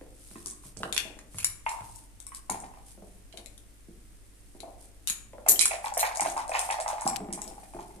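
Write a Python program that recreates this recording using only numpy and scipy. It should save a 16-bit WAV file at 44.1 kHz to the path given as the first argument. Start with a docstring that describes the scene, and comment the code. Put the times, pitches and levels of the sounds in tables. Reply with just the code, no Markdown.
"""A soft knock on wood and a faint slide come first, over a low mains hum; then dice tick in a
cup that rings hollow and checkers clack: backgammon in a quiet hall, heard from beside the table.
Solid contacts are short bursts of damped modes plus a noisy crack, and the cup sounds as an air cavity.
Hands and pieces thud on the wooden board or slide with friction noise; ventilation lies beneath.
The knocks are also sent into a diffuse hall echo whose patterns fade into one another."""
import sys
import numpy as np
from scipy import signal
from scipy.fft import rfft, irfft
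from scipy.io import wavfile
from scipy.ndimage import uniform_filter1d

SR = 44100
rng = np.random.default_rng(int(sys.argv[2]) if len(sys.argv) > 2 else 0)


def generate_wav(sig):
    """Save sig (samples, or channels by samples) to the path in sys.argv[1] as 16-bit PCM at SR."""
    pcm = np.round(np.clip(np.atleast_2d(sig).T, -1, 1) * 32767).astype(np.int16)
    wavfile.write(sys.argv[1], SR, pcm)


N = 352788

# Dice knocking inside a cup, with a few returns of the knock at 1.66 s; from 5.4 s two shakes
# overlap, a deep one about every .27 s and a higher one every .17 s.
# Each row: start in seconds, level in dB before the gains of each layer,
# pitch in Hz to which the cavity sinks, its t60 in seconds, wall rap in dB relative to the level.
CUP_KNOCKS = [(0.356, -39.5, 1060, 0.017, -4), (.459, -42.5, 1110, 0.021, -13),
              (.527, -49, 1090, .018, -16), (.637, -47, 1080, .016, -14), (1.664, -21, 897, .06, -1.5),
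              (1.696, -33, 860, .025, -4), (1.716, -29, 940, .036, -20), (1.736, -34, 884, .028, -14),
              (1.747, -33, 844, 0.022, -18), (1.787, -34, 898, 0.035, -25), (1.82, -39, 870, .024, -15),
              (2.268, -53, 1080, 0.034, -19), (2.319, -40.5, 1080, 0.033, -2.5),
              (2.496, -22, 820, .021, -14), (2.512, -26.5, 837, .022, -18), (2.545, -25, 780, 0.024, -18),
              (2.637, -30, 772, 0.02, -15), (2.648, -41, 815, 0.024, -18), (2.738, -41, 900, 0.011, -11),
              (2.773, -41.5, 870, 0.012, -14), (5.463, -19.5, 724, 0.018, -16),
              (5.476, -18.5, 755, 0.011, -18), (5.71, -22.5, 660, 0.021, -2), (5.716, -23, 750, 0.013, -8),
              (5.73, -27, 714, 0.014, -4), (5.739, -24, 610, 0.023, -20), (5.786, -34, 720, 0.015, -12),
              (5.843, -23, 838, 0.036, -7.5), (5.862, -27, 875, .03, -17), (5.869, -26, 903, .03, -13),
              (5.922, -26.5, 817, .028, -22), (5.971, -16, 670, .019, -13), (5.976, -21, 680, 0.013, -15),
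              (5.984, -25, 760, 0.013, -12), (5.993, -25, 704, 0.014, -8), (6.029, -17.5, 817, 0.028, -2),
              (6.036, -18.5, 794, 0.021, -3.5), (6.046, -19.5, 860, .02, -10), (6.061, -25, 830, .02, -10),
              (6.09, -26.5, 840, .02, -14), (6.113, -28, 840, .03, -6), (6.172, -27.5, 680, 0.02, -26),
              (6.196, -21.5, 803, 0.037, -3), (6.213, -23, 854, 0.024, -18), (6.222, -23, 840, .026, -7),
              (6.251, -21.5, 820, 0.014, -9), (6.259, -17, 694, 0.015, -18), (6.283, -30, 830, .02, -14),
              (6.32, -35, 810, .022, -13), (6.365, -22, 810, 0.018, -15), (6.372, -23.5, 940, 0.018, -19),
              (6.378, -21.5, 935, 0.018, -18), (6.39, -26.5, 853, .026, -15),
              (6.397, -25.5, 854, 0.025, -11), (6.494, -22.5, 626, 0.019, -19),
              (6.517, -21, 700, 0.017, -6), (6.521, -21, 654, 0.019, -12), (6.543, -20.5, 840, 0.015, -5),
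              (6.551, -15, 824, 0.023, -5), (6.559, -23.5, 873, .018, -6), (6.567, -28, 870, .018, -11),
              (6.584, -25, 845, .017, -10), (6.625, -28, 810, 0.028, -14), (6.648, -30, 820, .02, -13),
              (6.69, -20.5, 750, .018, -14), (6.702, -18.5, 810, 0.018, -4.5), (6.711, -21, 843, 0.023, -9),
              (6.722, -22, 830, 0.029, -10.5), (6.742, -24, 830, 0.023, -15),
              (6.786, -24.5, 734, 0.023, -16), (6.791, -25, 637, 0.028, -17), (6.8, -23.5, 696, 0.013, -12),
              (6.861, -20, 845, 0.024, -14), (6.879, -22, 880, 0.024, -16), (6.888, -27, 850, 0.02, -18),
              (6.901, -23, 840, 0.025, -21), (6.911, -28, 860, 0.02, -16), (6.93, -24.5, 610, 0.021, -26),
              (6.937, -28.5, 814, .018, -18), (6.982, -27, 850, 0.023, -11.5),
              (7.02, -25.5, 866, 0.029, -12), (7.065, -17.5, 787, 0.05, -26),
              (7.087, -26.5, 780, 0.022, -14), (7.131, -29, 794, 0.037, -10), (7.305, -40, 950, .014, -5),
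              (7.376, -32, 815, 0.026, -16), (7.39, -35, 830, .022, -12), (7.421, -37.5, 815, 0.025, -9),
              (7.452, -39, 804, .02, -13), (7.511, -37, 780, 0.026, -15), (7.58, -37, 794, 0.028, -17),
              (7.632, -40, 745, 0.019, -9), (7.736, -38, 800, .018, -13), (7.766, -36.5, 820, .02, -20),
              (7.789, -28.5, 820, .018, -22), (7.796, -32.5, 814, 0.016, -20),
              (7.907, -45, 850, 0.019, -10)]
# Modes of a die. Each row: frequency in Hz, relative level in dB, t60 in seconds.
DIE_MODES = [(2240, 3.5, 0.014), (3640, 2.5, 0.0062), (5070, 7.3, 0.0055), (6660, 3.2, 0.0018),
             (8090, 2, 0.015), (8760, 7.5, 0.0064), (10420, 2.5, 0.0095), (12540, 6.9, 0.013)]
# Modes of the cup wall. Each row: frequency in Hz, relative level in dB, t60 in seconds.
CUP_WALL_MODES = [(1300, -5, 0.0092), (1940, -2.5, 0.0086), (2245, -0.5, 0.0094), (2630, -6.5, 0.0054)]


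def checkers(lead_db=-6.5):
    """Impact of hard discs: a burst of touches excites rim and bending modes, and chatter repeats it."""
    # Checker set against checker. Each row: start in seconds, level in dB before the common gain,
    # loss per chatter in dB, body in dB relative to the level, main body mode in Hz, its t60 in
    # seconds, wood beneath in dB and edge above 12 kHz in dB (both relative to the level),
    # leading rim mode in Hz, left-right difference in dB at the first touch.
    contacts = [(.926, -29.5, 7.5, -1, 3750, 0.014, -15, -32, 7150, 31),
                (0.9454, -34, 12, -17, 3620, .012, -25, -20, 11000, -20),
                (0.9646, -34.5, 24, 6.5, 3350, .007, -3, -34, 8400, -26),
                (.978, -25, 14, 5, 3600, .005, -11.5, -40, 10660, 20),
                (1.1897, -48, 23, -5, 2590, .02, 0, -36, 7000, 0),
                (1.3846, -32, 7, -9.5, 2200, 0.011, -9, -19, 10600, 5),
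                (1.401, -43, 7, 1, 2250, .015, -10, -25, 7000, 0),
                (1.4292, -41, 12, -4, 2330, 0.013, -11, -24, 10700, 0),
                (1.445, -17.5, 24, -13, 2310, .005, -20, -25, 10500, 3),
                (3.326, -59, 6, 8.5, 3400, .006, -10, -25, 7060, -15),
                (3.373, -44, 6.5, 2.5, 3880, .0067, -18, -23, 11200, 26),
                (3.46, -42.5, 11, -4, 4260, 0.005, -24, -29, 7000, 36),
                (3.578, -49.5, 20, -5, 3900, .006, -17, -18, 11000, 8),
                (4.604, -43.5, 11, 0.5, 3830, 0.0046, -20, -33, 10500, 32),
                (5.0735, -26.5, 3, -5, 3880, .007, -19, -21, 7000, 31),
                (5.099, -23, 6, -9.5, 3940, 0.0059, -19.5, -15, 7000, 11),
                (5.4846, -21.5, 19, -18, 3960, .015, -18, 1, 8450, 14),
                (5.488, -13.5, 5, -19, 4300, .015, -30, 5, 8400, -19),
                (5.4943, -16, 8, -18, 4270, .016, -32, -3, 8500, 1),
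                (5.51, -23.5, 4, -18, 3980, .015, -22, 3, 8700, 18),
                (5.519, -19.5, 17, -23, 4260, .015, -27, -12, 9540, 21),
                (5.5584, -42.5, 20, 7, 3060, 0.028, -13, -10, 8450, 8),
                (5.5925, -16.5, 17, -2.5, 4050, 0.013, -28, -33, 8340, -41),
                (5.604, -23, 18, -14, 2300, .03, -22, -30, 8700, -17),
                (5.6106, -17, 2.5, -7, 2345, .027, -23, -39, 10500, 2),
                (5.6559, -16.5, 8, -13.5, 2210, 0.022, -14.5, -19, 9150, 1.5),
                (5.9761, -26, 14, -25, 3900, .008, -30, 0, 8630, -4),
                (5.994, -27, 0, -10.5, 4260, .01, -26, -3, 8400, 3)]
    # Each row: frequency in Hz, relative level in dB, t60 in seconds.
    rim_modes = [(5840, -2, .012), (6980, 2, 0.019), (7740, 0, 0.0063), (8560, -2.5, .018),
                 (9680, 1, 0.011), (10670, 6, 0.013), (11430, 9.5, .0078), (12200, -1, .022),
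                 (12750, -3, .02)]
    chatter_s = 0.0056  # a checker rocks against its neighbour this often
    swing = -0.9  # share of left-right bias kept; negative: successive touches alternate left and right
    # two hard faces meet in tiny touches about this far apart, each a little softer
    touch_s, touch_loss_db = .0009, 1.5
    out = np.zeros((2, N))
    for (start, first_db, loss_db, body_db, body_hz, body_t60,
         wood_db, edge_db, rim_hz, pan_db) in contacts:
        for s, db in bounces(start, first_db, chatter_s, loss_db, count=4):
            rim = ring(rim_modes, crack_s=.0007, crack_db=4.0, length_s=.06, spread=0.019)
            rim = touches(rim, touch_s, touch_loss_db, count=3)
            lead = ring([(rim_hz, 0, .011)], crack_s=0.00098, crack_db=-10.0, length_s=.06, spread=0.0073)
            bend = ring([(body_hz, 0, body_t60)], crack_s=0.00094, crack_db=7.0, length_s=.06, spread=0.046)
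            bend = touches(bend, touch_s, touch_loss_db, count=2)
            clack = part(rim + amp(lead_db) * lead, 5850, 10800, head_s=0.0047)
            clack += amp(edge_db) * part(rim, 12270, 13000, head_s=.0037)
            clack += amp(body_db) * part(bend, 2040, 5550, head_s=0.0045)
            clack += amp(wood_db) * rap(len(rim), 930, 2570, head_s=0.0032)
            add(out, s, amp(db) * clack, pan_db, lag_ms=.1)
            pan_db = swing * pan_db
    return amp(0.5) * out


def dice():
    """Small stiff cubes have high, heavily damped modes: short bright ticks, each with a softer twin."""
    # Die on die. Each row: start in seconds, level in dB, body near 3 kHz in dB relative to the
    # level, left-right difference in dB.
    contacts = [(0.46, -34, -13.5, 6), (.471, -36, -19, 2), (0.4818, -42.5, -17, -7),
                (0.5006, -40, -17, -3), (.51, -40, -19, 2), (0.771, -41, -10.5, -13),
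                (1.6927, -36.5, -12, 0), (1.96, -44.5, -46, 10.5), (2.2021, -41.5, -12.5, 8),
                (2.267, -37.5, -15, 4), (2.348, -38, -15, 4), (2.4997, -27, -15.5, 4.5),
                (2.6024, -41.5, -22, 2), (5.4645, -47, -18, 6), (5.851, -43.5, -22, 0),
                (5.939, -36.5, -30, 2), (5.947, -39, -25, 0), (6.15, -40, -10, 0), (6.158, -34.5, -10, -3),
                (6.1722, -30.5, -18, 27), (6.2078, -22.5, -24, 1.5), (6.3, -35.5, -25, 5),
                (6.3701, -40, -7, 2), (6.3778, -38, -14, 4), (6.48, -41, -14, 3), (6.494, -36, -16, 4),
                (6.5928, -24, -10.5, 4), (6.7108, -32, -25, 3), (6.8016, -35, -11, 0), (6.809, -35, -22, 2),
                (6.814, -38, -22, 0), (6.88, -34.5, -7, -1), (6.888, -34.5, -16, 2), (7.01, -36, -21, -4),
                (7.018, -38, -18, 2), (7.061, -38.5, -22, 0), (7.0767, -23.5, -12.5, 3.5),
                (7.327, -31.5, -13.5, -2), (7.335, -33, -14, 2), (7.418, -32.5, -19, 8),
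                (7.478, -41, -10.5, 6)]
    rebound_s, loss_db, edge_db = 0.017, 26.5, -29  # edge above 12 kHz, relative to the level
    out = np.zeros((2, N))
    for start, first_db, body_db, pan_db in contacts:
        for s, db in bounces(start, first_db, rebound_s, loss_db, count=2):
            tick = ring(DIE_MODES, crack_s=.0006, crack_db=0., length_s=.015, spread=.04)
            add(out, s, amp(db) * click(tick, body_db, edge_db), pan_db, lag_ms=.28)
    return out


def cup(scuff_db=-11.0, second_die_s=.0025, second_die_db=4.5):
    """Cavity resonance: two dice rap the wall and sound the air, retuned and damped as the hand covers it."""
    sag, sag_s = 0.016, 0.022  # the cavity starts sharp by this share and sinks to its pitch
    rise_s = 0.00028  # time for its air to get moving
    # second resonance: ratio to the cavity pitch, relative level, t60 in seconds
    upper_ratio, upper_db, upper_t60 = 1.34, -16.5, 0.015
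    out = np.zeros((2, N))
    t = np.arange(SR // 8) / SR
    for s, db, hz, t60, wall_db in CUP_KNOCKS:
        turns = np.cumsum(hz * (1 + sag * np.exp(-t / sag_s))) / SR
        lower = np.exp(-np.log(1000) * t / t60) * np.sin(2 * np.pi * turns)
        upper = np.sin(2 * np.pi * (upper_ratio * turns + rng.random()))
        upper *= amp(upper_db) * np.exp(-np.log(1000) * t / upper_t60)
        cavity = rng.choice([-1, 1]) * (1 - np.exp(-t / rise_s)) * (lower + upper)
        scuff = rng.standard_normal(len(t)) * np.exp(-t / 0.0035)
        scuff = part(scuff, hz * 0.762, hz * 1.19, head_s=.00094, order=2)
        wall = ring(CUP_WALL_MODES, crack_s=0.0031, crack_db=5.0, length_s=.03, spread=0.064)
        wall = touches(wall, second_die_s, second_die_db, count=2)
        wall = part(wall, 1470, 2770, head_s=0.00078, order=3)
        add(out, s, amp(db + 2.5) * (cavity + amp(scuff_db) * scuff), pan_db=.5, lag_ms=.2)
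        add(out, s, amp(db + wall_db) * wall, pan_db=-4.5, lag_ms=0.34)
    # so small a cup radiates no bass
    return signal.sosfilt(signal.butter(4, 580, "high", fs=SR, output="sos"), out)


def tumbling(count=4, below_db=-23.0, tick_db=-30.0):
    """Secondary impacts: after a knock the dice skitter along the cup wall and tick against each other."""
    out = np.zeros((2, N))
    for s, db, hz, t60, wall_db in CUP_KNOCKS:
        waits = rng.uniform(0.0048, .045, (2, count))  # seconds
        for tap_wait, tick_wait, size in zip(*waits, rng.standard_normal(count)):
            tap = ring(CUP_WALL_MODES, crack_s=0.0011, crack_db=18.0, length_s=.01, spread=0.19)
            tap = part(tap, 1600, 7200, head_s=0.0056, order=2)
            tick = ring(DIE_MODES, crack_s=0.0005, crack_db=6.0, length_s=.01, spread=0.073)
            tick = part(tick, 4800, 11000, head_s=0.001, order=2)
            tap_gain = amp(db + wall_db / 2 + below_db + 3.7 * size)
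            add(out, s + tap_wait, tap_gain * tap, pan_db=4.0, lag_ms=0.29)
            add(out, s + tick_wait, amp(db + tick_db + 3.8 * size) * tick, pan_db=6.0, lag_ms=0.29)
    return out


def board():
    """Plate modes of the wooden case: hands, cup and checkers land and settle with thud, knock and rap."""
    # Blows on the board. Each row: start in seconds, level in dB, loss to the settling touch in dB,
    # nominal pitch of the thud in Hz, panel near 700 Hz and hard rap near 1.6 kHz, both in dB
    # relative to the level.
    blows = [(0.012, -56.5, 10, 280, 5, -8), (0.312, -63, 19, 250, -2, -2),
             (0.357, -51.5, 26, 300, -10, -21), (.461, -59.5, 20, 290, -8, -12),
             (0.654, -56, 23, 149, -10, -19), (0.767, -54.5, 4, 170, -2, -10),
             (0.803, -51, -2, 358, 5, -29), (0.833, -51, 34, 268, 6, 14.5),
             (1.051, -56.5, 5, 318, 5.5, -34), (1.166, -60.5, 5, 290, 0, -14),
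             (1.345, -50.5, 10, 132, -10, -8.5), (1.808, -52.5, 16, 115, -15, -6),
             (2.499, -46.5, 12, 274, -14, -2), (2.976, -59, -3, 312, 2.5, -18),
             (3.338, -58.5, 1, 375, 6.5, -17), (3.884, -54.5, 29, 278, -26, -39),
             (4.548, -59.5, 6, 310, 2, -16), (4.632, -50.5, 5, 457, 6.5, -31),
             (5.099, -58.5, 26, 157, -8, 7), (5.333, -57.5, 0, 390, 10, -5),
             (5.489, -44.5, 9, 387, -31, -3), (6.216, -51.5, 0.5, 264, -10, 6),
             (7.055, -41, 22, 258, -19, -22), (7.204, -44.5, 7, 330, -1, -15),
             (7.287, -48, 4.5, 278, -3, -16), (7.47, -56.5, 3, 327, 5, -23),
             (7.746, -45.5, 14, 318, 0, -19), (7.96, -59, 12, 300, -1, -18)]
    # Each row: frequency in Hz, relative level in dB, t60 in seconds.
    case_modes = [(102.2, 1, 0.15), (194.3, -3.5, 0.11), (257.2, -1.5, .1), (343.7, 7.5, 0.044),
                  (426, 2.5, 0.068), (592, 2.5, 0.04), (653, -6, 0.056), (930, -15.5, 0.0088)]
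    settle_s = .047  # hand or piece comes to rest about this long after a blow
    thuds, raps = np.zeros((2, 2, N))
    for start, first_db, loss_db, hz, panel_db, rap_db in blows:
        for s, db in bounces(start, first_db, settle_s, loss_db, count=2):
            wood = ring(case_modes, crack_s=0.015, crack_db=4.5, length_s=0.25, spread=0.088)
            case = part(wood, hz * 0.55, hz * 1.286, head_s=0.046, order=2)
            panel = part(wood, 439, 883, head_s=0.022, order=3)
            hard = rap(len(wood), 610, 2150, head_s=0.037)
            add(thuds, s, amp(db) * (case + amp(panel_db) * panel), pan_db=0.5, lag_ms=0.13)
            add(raps, s, amp(db + rap_db) * hard, pan_db=-1.0, lag_ms=0.091)
    return thuds, raps


def taps():
    """Contact noise dominates the modes: two dull, dry clicks on the left, close to the microphone."""
    # Each row: start in seconds, level in dB.
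    dry_clicks = [(7.1609, -30), (7.1662, -32)]
    out = np.zeros((2, N))
    for s, db in dry_clicks:
        tap = ring(DIE_MODES, crack_s=0.0011, crack_db=22.0, length_s=0.014, spread=0.054)
        tap = part(tap, 3200, 8300, head_s=0.0052, order=1)
        add(out, s, amp(db) * tap, pan_db=16.0, lag_ms=0.04)
    return out


def sliding(grain_db=2.5):
    """Stick-slip friction: fine hiss catches and slips every few milliseconds as a slide swells and dies."""
    # Sleeves and pieces sliding over the board, dice sliding in the cup.
    # Each row: start in seconds, length in seconds, level in dB while it holds.
    slides = [(0.125, 0.53, -56), (0.622, 0.11, -51), (0.753, 0.18, -55), (1.31, 0.2, -48),
              (1.652, 0.15, -49), (1.758, 0.34, -55), (2.338, 0.068, -47.5), (2.842, 0.13, -56),
              (3.03, 0.22, -71), (3.326, 0.18, -79), (4.353, 0.4, -78), (4.785, 0.12, -59),
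              (5.825, 0.082, -48), (6.205, .18, -45.5), (6.537, 0.24, -42.5), (7.035, 0.091, -46),
              (7.267, 0.91, -62.5)]
    rise, fall = 0.3, 0.49  # shares of a slide spent gathering speed and slowing down
    hiss_spectrum = [(600, -30), (2500, -18.0), (4500, -14.0), (7000, -10.5),
                     (9000, -2.0), (10700, -8.0), (12500, -10.5), (14500, -33)]
    hiss = noise(hiss_spectrum, [(1000, 0.17), (9000, 0.059)])
    grain = evened(uniform_filter1d(rng.standard_normal(N), size=150))
    speed = np.full(N, amp(-66))  # clothes rustle between the slides
    for start, length, db in slides:
        done = (np.arange(N) / SR - start) / length
        speed += amp(db) * np.clip(np.minimum(done / rise, (1 - done) / fall), 0, 1)
    return hiss * speed * amp(grain_db * grain)


def background():
    """Stationary noise and tones: ventilation, and a mains hum whose phase wavers slightly."""
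    # The hall's ventilation. Each row: frequency in Hz, relative spectral level in dB.
    air = [(15, -1.5), (28, 4), (62, -11.5), (120, -13), (160, -20), (300, -17), (400, -21.5),
           (1000, -30.5), (2100, -29), (4100, -34.5), (8500, -32.5), (13700, -34.5), (14800, -45)]
    # Mains hum. Each row: frequency in Hz, rms level in dB.
    hum_tones = [(49.3, -57), (100, -67), (194, -78), (291, -74.5)]
    t = np.arange(N) / SR
    waver = noise([(.5, 8), (3, -23), (8, -77), (20, -120)], [(1, 0.89)])[0]
    hum = np.zeros(N)
    for hz, db in hum_tones:
        phase = 2 * np.pi * (hz * t + rng.random()) + 1.4 * waver
        hum += amp(db) * np.sqrt(2) * np.sin(phase)
    return hum + amp(-55.0) * noise(air, [(40, 0.11), (250, 0.55), (700, 0.15), (2000, 0.032)])


def hall(x, count=3):
    """Time-varying reverberation: three different echo patterns fade into one another in turn."""
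    turn = np.arange(N) / SR * 1.7  # 1.7 rounds through the echoes per second
    weights = np.cos(np.pi * (turn + np.arange(count)[:, None] / count)) ** 2
    weights /= np.linalg.norm(weights, axis=0)
    return sum(signal.oaconvolve(x * w, echo(), axes=1)[:, :N] for w in weights)


def echo(early_db=-3.5):
    """Impulse response: early reflections within 26 ms, and a diffuse tail with decay set by frequency."""
    # Each row: frequency in Hz, t60 in seconds, level of the tail in dB before the hall sends.
    decay_bands = [(121, 1, 2), (290, 1, -1.5), (895, 0.65, 0.5), (1920, 0.46, 1), (4630, 0.34, -4),
                   (8200, 0.42, -5), (13200, 0.2, 2.5)]
    hz, t60, db = np.transpose(decay_bands)
    # one random spike in every 12 samples, from 5 ms on
    spikes = np.zeros((2, SR * 3 // 4))
    at = np.arange(220, spikes.shape[1] - 12, 12)
    at = at + rng.integers(0, 12, (2, len(at)))
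    np.put_along_axis(spikes, at, rng.choice([-1., 1.], at.shape), 1)
    f, t, z = signal.stft(spikes, SR, nperseg=256)
    same = np.clip(0.96 * np.sinc(f / 1400), -1, 1)[:, None]  # long waves reach both microphones alike
    z[1] = same * z[0] + np.sqrt(1 - same ** 2) * z[1]
    decay = amp(-60 * t / read(np.c_[hz, t60], f)[:, None])
    energy = np.mean(decay ** 2, 1, keepdims=True) * at.shape[1]
    decay *= amp(read(np.c_[hz, db], f))[:, None] / np.sqrt(energy)
    tail = signal.istft(z * decay, SR, nperseg=256)[1]
    delays = rng.uniform(.0015, .026, size=24)  # seconds; the later ones from wall or ceiling
    for s in delays:
        reflection = np.array([amp(early_db) * rng.choice([-1, 1]) / np.sqrt(len(delays))])
        add(tail, s, reflection, pan_db=-2, lag_ms=rng.uniform(-.35, 0.49))
    return tail


def ring(modes, crack_s, crack_db, length_s, spread):
    """Modal synthesis of a blow: a few clear modes, plus a crack of countless heavily damped ones."""
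    t = np.arange(int(length_s * SR)) / SR
    hz, db, t60 = np.transpose(modes)
    detune, strength, phase = rng.standard_normal((3, len(hz)))  # every blow lands on another spot
    struck_hz = hz * (1 + spread * detune)
    vibration = np.sin(2 * np.pi * (np.outer(struck_hz, t) + phase[:, None]))
    clear = amp(db + 2 * strength) @ (vibration * amp(-60 * t / t60[:, None]))
    crack = np.exp(-t / crack_s) * rng.standard_normal(len(t))
    return evened(clear) + amp(crack_db) * evened(crack)


def click(sound, body_db, edge_db, foot_db=-5.5):
    """Mode excitation: a flat blow brings out the low body, a blow on the rim the highest ring."""
    # fingers and board stop the slow bending first
    damped = sound * np.exp(-np.arange(len(sound)) / SR / 0.013)
    foot = part(damped, 660, 1970, head_s=0.004, order=2)  # the wood under the piece
    body = part(damped, 1950, 5300, head_s=0.0049)
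    bright = part(sound, 6060, 10130, head_s=0.0052, order=3)
    edge = part(sound, 12000, 12600, head_s=0.0037)
    return amp(body_db) * (amp(foot_db) * foot + body) + bright + amp(edge_db) * edge


def rap(size, lo_hz, hi_hz, head_s, crunch_db=-18.5, crunch_s=0.0014):
    """Impulsive force: something hard meets wood in one sharp push with a brief crunch, without modes."""
    crunch = amp(crunch_db) * rng.standard_normal(size) * np.exp(-np.arange(size) / SR / crunch_s)
    return part(signal.unit_impulse(size) + crunch, lo_hz, hi_hz, head_s, order=2)


def touches(sound, gap_s, loss_db, count):
    """Micro-impacts: a contact repeats in quick, uneven succession, scaled by the burst's total energy."""
    waits = np.r_[0, np.cumsum(gap_s * rng.uniform(.5, 1.5, count - 1))]
    sizes = amp(-loss_db * np.arange(count)) * rng.choice([-1, 1], count)
    burst = np.zeros(len(sound))
    for wait, size in zip(waits, sizes):
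        burst += size * np.pad(sound, (int(wait * SR), 0))[:len(sound)]
    return burst / np.linalg.norm(sizes)


def bounces(s, db, gap_s, loss_db, count):
    """Rebound: a contact and its repeats as (s, dB), nearly evenly spaced, each loss_db below the last."""
    uneven = .1  # share by which the wait between two bounces varies
    waits = gap_s * (1 + uneven * rng.uniform(-1, 1, count))
    return zip(s + np.cumsum(waits) - waits[0], db - loss_db * np.arange(count))


def part(sound, lo_hz, hi_hz, head_s, order=3):
    """Band-pass filtering: one register of a blow, with the energy of head_s seconds at rms 1."""
    band = signal.lfilter(*signal.butter(order, [lo_hz, min(hi_hz, SR / 2.2)], "band", fs=SR), sound)
    return band * np.sqrt(head_s * SR / np.sum(band ** 2))


def noise(spectrum, likeness):
    """Spectral shaping: two channels of noise coloured by (Hz, dB), correlated by (Hz, 0-1)."""
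    hz = np.fft.rfftfreq(N, 1 / SR)
    left, other = rfft(rng.standard_normal((2, N)))
    same = np.clip(read(likeness, hz), 0, 1)
    right = same * left + np.sqrt(1 - same ** 2) * other
    return evened(irfft(np.array([left, right]) * amp(read(spectrum, hz)), N))


def add(mix, s, sound, pan_db, lag_ms):
    """Stereo localisation: level and arrival differ; a positive lag reaches the right microphone later."""
    sides = np.array([1, -1])  # left, right
    for out, side, gain in zip(mix, sides, evened(amp(sides * pan_db / 2))):
        first = max(round((s - side * lag_ms / 2000) * SR), 0)
        place = out[first:][:len(sound)]
        place += gain * sound[:len(place)]


def amp(db):
    """Logarithmic level: decibels to gain."""
    return 10 ** (np.asarray(db) / 20)


def evened(x):
    """Mean-square normalisation: scales to rms 1."""
    return x / np.sqrt(np.mean(x ** 2) + 1e-20)


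def read(points, hz):
    """Logarithmic frequency scale: joins (Hz, value) points by straight lines on it."""
    f, value = np.transpose(points)
    return np.interp(np.log(hz + 1), np.log(f + 1), value)


def scene():
    """Superposition: the knocks sound direct and in one hall; taps, slides and background stay dry."""
    clacks = checkers()
    ticks = dice()
    knocks = cup() + tumbling()
    thuds, raps = board()
    sent = amp(-2.5) * clacks + amp(0.5) * ticks + amp(-1.5) * knocks + amp(2) * thuds + amp(-3.0) * raps
    wet = hall(sent)
    return clacks + ticks + knocks + thuds + raps + wet + taps() + sliding() + background()


def record(dry):
    """Transducer response: the right side dips near 12.5 kHz, loud peaks are rounded, then the band limit."""
    edge_hz = 14300
    dull = amp(read([(11000, 0.0), (12500, -21), (15000, 16.0)], np.fft.rfftfreq(N, 1 / SR)))
    pair = np.array([dry[0], irfft(rfft(dry[1]) * dull, N)])
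    rounded = 1.1 * np.tanh(pair / 1.1)
    low_pass = signal.firwin(127, edge_hz, window=("kaiser", 8), fs=SR)
    return signal.oaconvolve(rounded, low_pass[None], "same")


dry = scene()
out = record(dry)
generate_wav(out)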